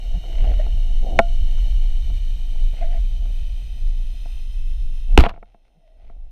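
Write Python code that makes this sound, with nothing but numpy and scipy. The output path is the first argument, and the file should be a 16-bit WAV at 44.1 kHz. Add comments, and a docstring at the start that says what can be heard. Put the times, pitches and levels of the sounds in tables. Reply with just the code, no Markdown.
"""A deep rumble under water: a band-powered speargun with a camera on it sways and pushes water on the housing.
Filtered noise makes the rumble, the grip rub and a thin hiss whose resonances creep upward.
Short sines make fizz and squeaks; decaying modes make knocks; sparse impulses crackle.
The shot cracks as bursts of scraping noise, the recoil swings as three low sines and overloads the microphone,
and the shaft rattles out. The gain control ducks, so the slack line and the bands tick on in a hush."""
import sys
import numpy as np
from scipy import signal
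from scipy.fft import rfft, irfft, next_fast_len
from scipy.io import wavfile
from scipy.ndimage import uniform_filter1d, map_coordinates

SR = 44100
rng = np.random.default_rng(int(sys.argv[2]) if len(sys.argv) > 2 else 0)


def materialize(psi):
    """Save the field psi as 16-bit PCM at rate SR to the path in sys.argv[1].

    A 1-D psi becomes a single channel; in a 2-D psi each row is a channel.
    """
    bounded = np.clip(np.atleast_2d(psi).T, -1, 1)
    quanta = np.round(bounded * 32767).astype(np.int16)
    wavfile.write(sys.argv[1], SR, quanta)


N = 278271
T = np.arange(N) / SR  # time [s]

# hiss level before HISS_LIFT_DB: (time [s], level [dB])
HISS_LEVEL = [(0.05, -52), (0.4, -50.5), (0.64, -51.5), (1.64, -50), (2.33, -52.5), (3.07, -54),
              (3.76, -55.5), (3.99, -56), (4.28, -54), (4.59, -57), (4.85, -58), (5.1, -58)]
# hiss resonances: (first centre [Hz], last centre [Hz], width [Hz], first relative level [dB], last [dB])
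HISS_PEAKS = [(1900, 2010, 170, -14.5, -7.5), (2300, 2650, 260, -9, -0.5), (2979, 3130, 238, 2, -1),
              (3734, 3660, 240, -6, -3), (4195, 4130, 220, -7.5, -5), (4500, 5250, 380, -20.5, -8.5),
              (5450, 6050, 470, -15.5, -13.5), (6100, 6080, 320, -13.5, -15), (6580, 6750, 400, -21.5, -21),
              (7900, 9100, 930, -22.5, -15.5), (9150, 9280, 450, -28, -15),
              (11100, 12600, 1200, -24, -22.5), (14490, 14600, 900, -25.5, -25.5)]
# gun motion while aimed: (time [s], motion [dB])
AIM_MOTION = [(0.0, -29), (0.14, -16), (0.23, -31), (0.43, -12), (0.67, -18), (1.03, -13), (1.06, -21),
              (1.45, -13), (2.49, -21), (2.65, -12), (2.76, -27), (2.83, -16), (3.81, -24), (3.82, -16),
              (4.25, -27), (4.74, -19), (5.07, -23), (5.14, -11)]
# gun motion after the shot, coming to rest, then swung aside: (time [s], motion [dB])
DRIFT_MOTION = [(5.175, -21), (5.3, -18), (5.42, -23), (5.55, -34), (5.82, -37), (6.05, -19), (6.24, -11),
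                (6.31, -18)]
# spectrum of the sway: (frequency [Hz], relative density [dB per Hz])
SWAY_COLOUR = [(8, -29), (17, -9), (24, 0), (31, -2.5), (40, -8), (52, -13.5), (70, -32), (120, -72.5),
               (300, -120)]
# spectrum of water flow on the housing: (frequency [Hz], relative density [dB per Hz])
FLOW_COLOUR = [(30, -31.5), (55, 2), (90, -0.5), (130, -11), (200, -19), (350, -31.5), (700, -42),
               (2000, -77.5)]
# water surges past the housing: (middle [s], half length [s], level [dB])
SURGES = [(.16, .04, -36), (.48, .1, -33), (.75, .035, -33), (1.16, .04, -30), (1.44, .025, -34),
          (2.11, .04, -31), (5.15, .03, -32), (5.3, .12, -26), (6.08, .05, -38)]
# spectrum of the grip rub: (frequency [Hz], relative density [dB per Hz])
RUB_COLOUR = [(80, -18), (200, -3), (450, -5), (580, -1.5), (690, 3), (830, -4.5), (1000, -18.5),
              (1250, -22.5), (1500, -19.5), (1700, -25), (2000, -18), (4500, -31.5), (12000, -53.5)]
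# hand slides on the grip: (start [s], end [s], level [dB])
SLIDES = [(.24, .69, -47.5), (.44, .525, -42), (1.03, 1.188, -36.5), (2.72, 2.98, -54), (3.2, 3.31, -55),
          (5.09, 5.17, -52), (5.3, 5.38, -40), (6.0, 6.08, -45)]
# bubble clouds from the grip and the bands: (middle [s], half length [s], level [dB])
FIZZ = [(.5, .16, -52.5), (2.81, .06, -52), (2.95, .04, -54), (5.32, .04, -44)]
# rubber squeaks and low gulps: (middle [s], half length [s], mean pitch [Hz], relative level [dB])
SQUEAKS = [(.163, .016, 165, -31), (.604, .01, 623, -29), (.612, .005, 1900, -41.5),
           (2.828, .012, 680, -25), (2.851, .023, 654, -36.5), (2.898, .039, 700, -41.5),
           (2.956, .025, 700, -39), (5.78, .022, 159, -34.5), (5.89, .08, 653, -39)]
# crackle of the rubber bands and slack line: (middle [s], half length [s], level [dB])
CRACKLES = [(.48, .16, -51), (2.806, .07, -52.5), (2.954, .044, -55), (5.12, .03, -56), (5.348, .04, -44),
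            (5.49, .056, -50), (5.665, .025, -47.5), (5.88, .03, -51), (6.05, .07, -46.5)]
# spectrum of the crackle: (frequency [Hz], relative density [dB per Hz])
CRACKLE_COLOUR = [(200, -17.5), (700, 2.5), (1100, -10.5), (1500, -6), (1700, -13.5), (2000, -2.5),
                  (4000, -12), (6000, -26.5), (15000, -51)]
# modes of the gun and camera mount: (frequency [Hz], relative level [dB], t60 [s])
GUN_MODES = [(125, -13, .05), (205, -9, 0.058), (315, -11.5, 0.044), (443, -7.5, 0.031), (544, -7.5, .025),
             (685, 0.5, 0.04), (686, -22.5, 0.23), (865, -4.5, .034), (1056, -6.5, .02), (1345, -2.5, .02),
             (1415, -33.5, .16), (1540, -8, .018), (1876, -5, .015), (2215, 0.5, .014), (2630, -6, 0.013),
             (3650, -20.5, .012), (4130, -21.5, .012)]
# knocks and ticks on the gun: (time [s], relative level [dB], treble corner [Hz])
KNOCKS = [(.239, -38, 920), (.442, -26.5, 700), (.594, -38, 700), (.665, -30, 700), (1.1897, .5, 4300),
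          (1.197, -5, 850), (1.582, -42, 2500), (2.101, -39, 800), (2.558, -42, 900), (2.739, -38.5, 700),
          (2.812, -32, 700), (3.255, -40.5, 980), (4.256, -32, 720), (5.238, 6, 2400), (5.264, 9, 1200),
          (5.293, -10, 1000), (5.311, -13, 900), (5.339, -18, 1600), (5.361, -23, 1800), (5.375, -16, 810),
          (5.427, -12.5, 1500), (5.545, -23, 1000), (6.098, -19, 1000), (6.165, -26, 350)]
# scraping and cavitation bursts as the shaft leaves: (time [s], t60 [s], relative level [dB], treble corner [Hz])
SCRAPES = [(5.1756, .04, 3, 4200), (5.186, .016, 18, 4800), (5.195, .07, 9.5, 5000),
           (5.217, .03, -11, 9000), (5.23, .03, -4, 2400), (5.238, .02, 5.5, 2800), (5.247, .07, 3.5, 2400),
           (5.2632, .016, 14, 1200), (5.286, .05, -9, 4000), (5.292, .016, 2, 3000),
           (5.297, .07, -13, 1600)]
# spectrum of the scraping: (frequency [Hz], relative density [dB per Hz])
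SCRAPE_COLOUR = [(100, -16.5), (300, -1.5), (520, -2.5), (720, 3.5), (1000, 2.5), (1290, 2.5), (1650, -3.5),
                 (2100, -2.5), (2900, -1.5), (4150, -8), (5500, -15), (8000, -17.5), (15000, -12)]
# recoil swings of the gun: (delay after the shot [s], frequency [Hz], starting level [dB], t60 [s])
RECOIL = [(.003, 60, 27.5, .125), (.007, 105, 19, .085), (.021, 19.5, 21, .25)]
# spectrum of the water churned by the bands: (frequency [Hz], relative density [dB per Hz])
WAKE_COLOUR = [(40, -14), (105, 5.5), (200, -2.5), (320, -0.5), (500, -7.5), (800, -18), (1500, -43.5),
               (4000, -78.5)]

SHOT_S = 5.178
HISS_LIFT_DB = 1.5
USUAL_MOTION_DB, SWAY_DB = -18, 1  # motion that leaves flow and rub levels as set; sway over motion
FLOW_DB, FLOW_DB_PER_MOTION_DB, CALMING_DB_PER_S = -38, .55, .8  # the eddies die down
RUB_DB, RUB_DB_PER_MOTION_DB = -51.5, .2
STILLING_DB_PER_S, RUB_AFTER_DB = 2.9, -47  # hand grows still while aiming, works again after the shot
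BUBBLE_HZ, BUBBLE_SPREAD_OCTAVES, BUBBLE_T60_CYCLES = 2300, .33, 22
THIRD_HARMONIC_DB = -21  # over the squeak's fundamental
SCRAPE_RISE = .05  # build-up time constant as a share of t60
TOP_HZ = 15400


def amp(db):
    """Decibels to gain."""
    return 10 ** (np.asarray(db) / 20)


def unit(x):
    """Scale to rms 1."""
    return x / np.sqrt(np.mean(x ** 2) + 1e-20)


def filtered(x, response):
    """Filter x by a gain that is a function of frequency in Hz."""
    size = next_fast_len(len(x) + 8192)
    hz = np.fft.rfftfreq(size, 1 / SR)
    return irfft(rfft(x, size) * response(hz), size)[:len(x)]


def coloured(x, points):
    """Shape x by (Hz, dB) points over log frequency, at rms 1."""
    point_hz, db = np.transpose(points)
    return unit(filtered(x, lambda hz: amp(np.interp(np.log(hz + 1), np.log(point_hz), db))))


def soften(hz, corner_hz):
    """Gain of a soft contact, which loses its treble above a corner."""
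    return 1 / np.sqrt(1 + (hz / corner_hz) ** 4)


def wobble(knots_per_s):
    """Smooth random curve through normally distributed knots."""
    return map_coordinates(rng.standard_normal(N // 20), [T * knots_per_s + 2], mode="wrap")


def grains(rate_per_s, spread_db):
    """Random impulses of either sign and uneven size."""
    hits = rng.random(N) < rate_per_s / SR
    return hits * rng.choice([-1, 1], N) * amp(spread_db * rng.standard_normal(N))


def swells(rows):
    """Sum of bell-shaped gains from (middle [s], half length [s], level [dB]) rows."""
    return sum(amp(db) * np.exp(-((T - s) / half_s) ** 2) for s, half_s, db in rows)


def add(track, s, sound):
    """Mix a sound in at time s, cut at the end of the track."""
    part = track[round(s * SR):][:len(sound)]
    part += sound[:len(part)]


def hiss(bed_db=-20, bed_rise_db=4, bed_tilt_db_per_octave=-4):
    """Thin noise in resonances that creep upward while the gun is aimed, over a bed tilted down above 1500 Hz."""
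    hz, frame_s, spectrum = signal.stft(rng.standard_normal(N), SR, nperseg=1024)
    hz = hz[:, None]
    creep = np.interp(frame_s, [1.1, 3.3, 4.8], [0, .5, 1])
    octaves = np.log2(np.maximum(hz, 1500) / 1500)
    power = amp(bed_db + bed_rise_db * creep + bed_tilt_db_per_octave * octaves) ** 2
    for first_hz, last_hz, width_hz, first_db, last_db in HISS_PEAKS:
        centre_hz = first_hz + creep * (last_hz - first_hz)
        peak_db = first_db + creep * (last_db - first_db)
        detune = (hz - centre_hz) / width_hz
        power = power + amp(peak_db) ** 2 * .5 ** ((2 * detune) ** 2)
    shape = np.sqrt(power / power.sum(axis=0))  # even total power in each frame
    noise = signal.istft(spectrum * shape, nperseg=1024)[1][:N]
    level_db = np.interp(T, *np.transpose(HISS_LEVEL)) + HISS_LIFT_DB
    return unit(noise) * amp(level_db + .6 * wobble(25))


def gun_motion_db():
    """How hard the gun moves through the water, before and after the shot."""
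    return np.interp(T, *np.transpose(np.vstack([AIM_MOTION, DRIFT_MOTION])))


def sway(motion_db):
    """The swaying gun pushes water on the housing in swings of even size and uneven length."""
    swing = signal.hilbert(coloured(rng.standard_normal(N), SWAY_COLOUR))
    evened = swing.real / np.hypot(np.abs(swing), .5)
    rumble = unit(filtered(evened, lambda hz: soften(hz, 70) ** 2))
    return amp(motion_db + SWAY_DB + .9 * wobble(18)) * rumble


def flow(effort_db):
    """Turbulent water on the housing grows with motion, calms over time and swells in surges."""
    steady = amp(FLOW_DB - CALMING_DB_PER_S * T + FLOW_DB_PER_MOTION_DB * effort_db)
    return np.hypot(steady, swells(SURGES)) * coloured(rng.standard_normal(N), FLOW_COLOUR)


def grip_rub(effort_db):
    """The grip rubs in tiny slips: noise with sparse impulses, stronger with motion."""
    level_db = np.where(T < SHOT_S, RUB_DB - STILLING_DB_PER_S * T, RUB_AFTER_DB)
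    level_db = level_db + RUB_DB_PER_MOTION_DB * effort_db
    slips = rng.standard_normal(N) + .8 * unit(grains(350, spread_db=3.5))
    return amp(level_db) * coloured(slips, RUB_COLOUR) * amp(1.5 * wobble(35))


def hand_slides():
    """The hand slides on the grip: the rub's noise with its treble softened."""
    noise = coloured(rng.standard_normal(N), RUB_COLOUR)
    dull = unit(filtered(noise, lambda hz: soften(hz, 1000) ** 3))
    gain = np.zeros(N)
    for start, end, db in SLIDES:
        gain += amp(db) * np.interp(T, [start - .012, start + .017, end, end + .02], [0, 1, 1, 0])
    return gain * dull


def handling():
    """Gun motion drives the sway, flow and rub; slides keep their own times."""
    motion_db = gun_motion_db()
    effort_db = motion_db - USUAL_MOTION_DB
    return sway(motion_db) + flow(effort_db) + grip_rub(effort_db) + hand_slides()


def bubbles(count=1700, spread_db=4, rise=.12):
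    """Each tiny bubble rings for a few cycles, rising in pitch; the clouds fizz."""
    out, t = np.zeros(N), np.arange(SR // 40) / SR
    starts_s = rng.random(count) * N / SR
    for s, (octaves, size) in zip(starts_s, rng.standard_normal((count, 2))):
        cycles = BUBBLE_HZ * 2 ** (BUBBLE_SPREAD_OCTAVES * octaves) * t
        age = cycles / BUBBLE_T60_CYCLES
        envelope = amp(spread_db * size - 60 * age) * (1 - np.exp(-cycles))
        add(out, s, envelope * np.sin(2 * np.pi * cycles * (1 + rise * age)))
    return unit(out) * swells(FIZZ)


def squeaks():
    """Tight rubber squeaks at a wavering pitch and level, with a weak third harmonic."""
    out = np.zeros(N)
    wavering_s = np.cumsum(1 + .0389 * wobble(160)) / SR
    for s, half_s, hz, db in SQUEAKS:
        near = np.abs(T - s) < 4 * half_s
        phase = 2 * np.pi * hz * wavering_s[near]
        tone = np.sin(phase) + amp(THIRD_HARMONIC_DB) * np.sin(3 * phase)
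        out[near] += amp(db) * np.exp(-((T[near] - s) / half_s) ** 2) * tone
    return out * amp(3.7 * wobble(130))


def crackles():
    """Bands and line crackle as they shift: coloured random impulses."""
    return coloured(grains(450, spread_db=4.5), CRACKLE_COLOUR) * swells(CRACKLES)


def knocks():
    """Each contact rings the gun's modes with a noise crack; brighter ones reach the higher modes."""
    out, t = np.zeros(N), np.arange(SR // 4) / SR
    hz, mode_db, t60_s = np.transpose(GUN_MODES)[:, :, None]
    for s, db, bright_hz in KNOCKS:
        strength = amp(mode_db + 1.2 * rng.standard_normal(hz.shape)) * soften(hz, bright_hz)
        modes = np.sin(2 * np.pi * (hz * t + rng.random(hz.shape)))
        ring = (strength * amp(-60 * t / t60_s) * modes).sum(axis=0)
        burst = rng.standard_normal(len(t)) * amp(-60 * t / .014)
        crack = filtered(burst, lambda f: soften(f, bright_hz) * (1 - soften(f, 330)))
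        add(out, s, amp(db) * (ring + .35 * crack) * (1 - np.exp(-t / .00083)))
    return out


def shot(wake_db=14.5, wake_t60_s=.15):
    """The shaft chatters down its track; the recoil shakes the gun and the bands churn the water."""
    out, t = np.zeros(N), np.arange(SR // 2) / SR
    for s, t60_s, db, bright_hz in SCRAPES:
        chatter = rng.standard_normal(len(t)) * amp(3.2 * wobble(450)[:len(t)])
        scrape = coloured(chatter, SCRAPE_COLOUR)
        noise = unit(filtered(scrape, lambda hz: soften(hz, bright_hz)))
        build = 1 - np.exp(-t / (SCRAPE_RISE * t60_s))
        add(out, s, noise * amp(db - 60 * t / t60_s) * build)
    for delay_s, hz, db, t60_s in RECOIL:
        add(out, SHOT_S + delay_s, amp(db - 60 * t / t60_s) * np.sin(2 * np.pi * hz * t))
    wake = coloured(rng.standard_normal(len(t)), WAKE_COLOUR)
    add(out, SHOT_S, wake * amp(wake_db - 60 * t / wake_t60_s) * (1 - np.exp(-t / .0011)))
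    return out


def scene():
    """Everything sums at the one microphone in the housing."""
    background = hiss() + handling() + bubbles()
    return (background + squeaks() + crackles() + knocks() + shot())[None]


def gain_control(x, ceiling_db=3.5, release_db_per_s=.8):
    """The gain drops at once on a sustained overload and returns slowly."""
    level = np.abs(uniform_filter1d(np.abs(x), size=256))
    excess_db = np.maximum(20 * np.log10(level + 1e-9) - ceiling_db, 0)
    recovery_db = release_db_per_s * T
    return x * amp(recovery_db - np.maximum.accumulate(excess_db + recovery_db))


def record(dry):
    """The camera ducks its gain, clips smoothly near full scale and limits the band."""
    x = gain_control(dry[0])
    clipped = .97 * x / (1 + np.abs(x) ** 8) ** (1 / 8)
    return filtered(clipped, lambda hz: hz < TOP_HZ)[None]


dry = scene()
out = record(dry)
materialize(out)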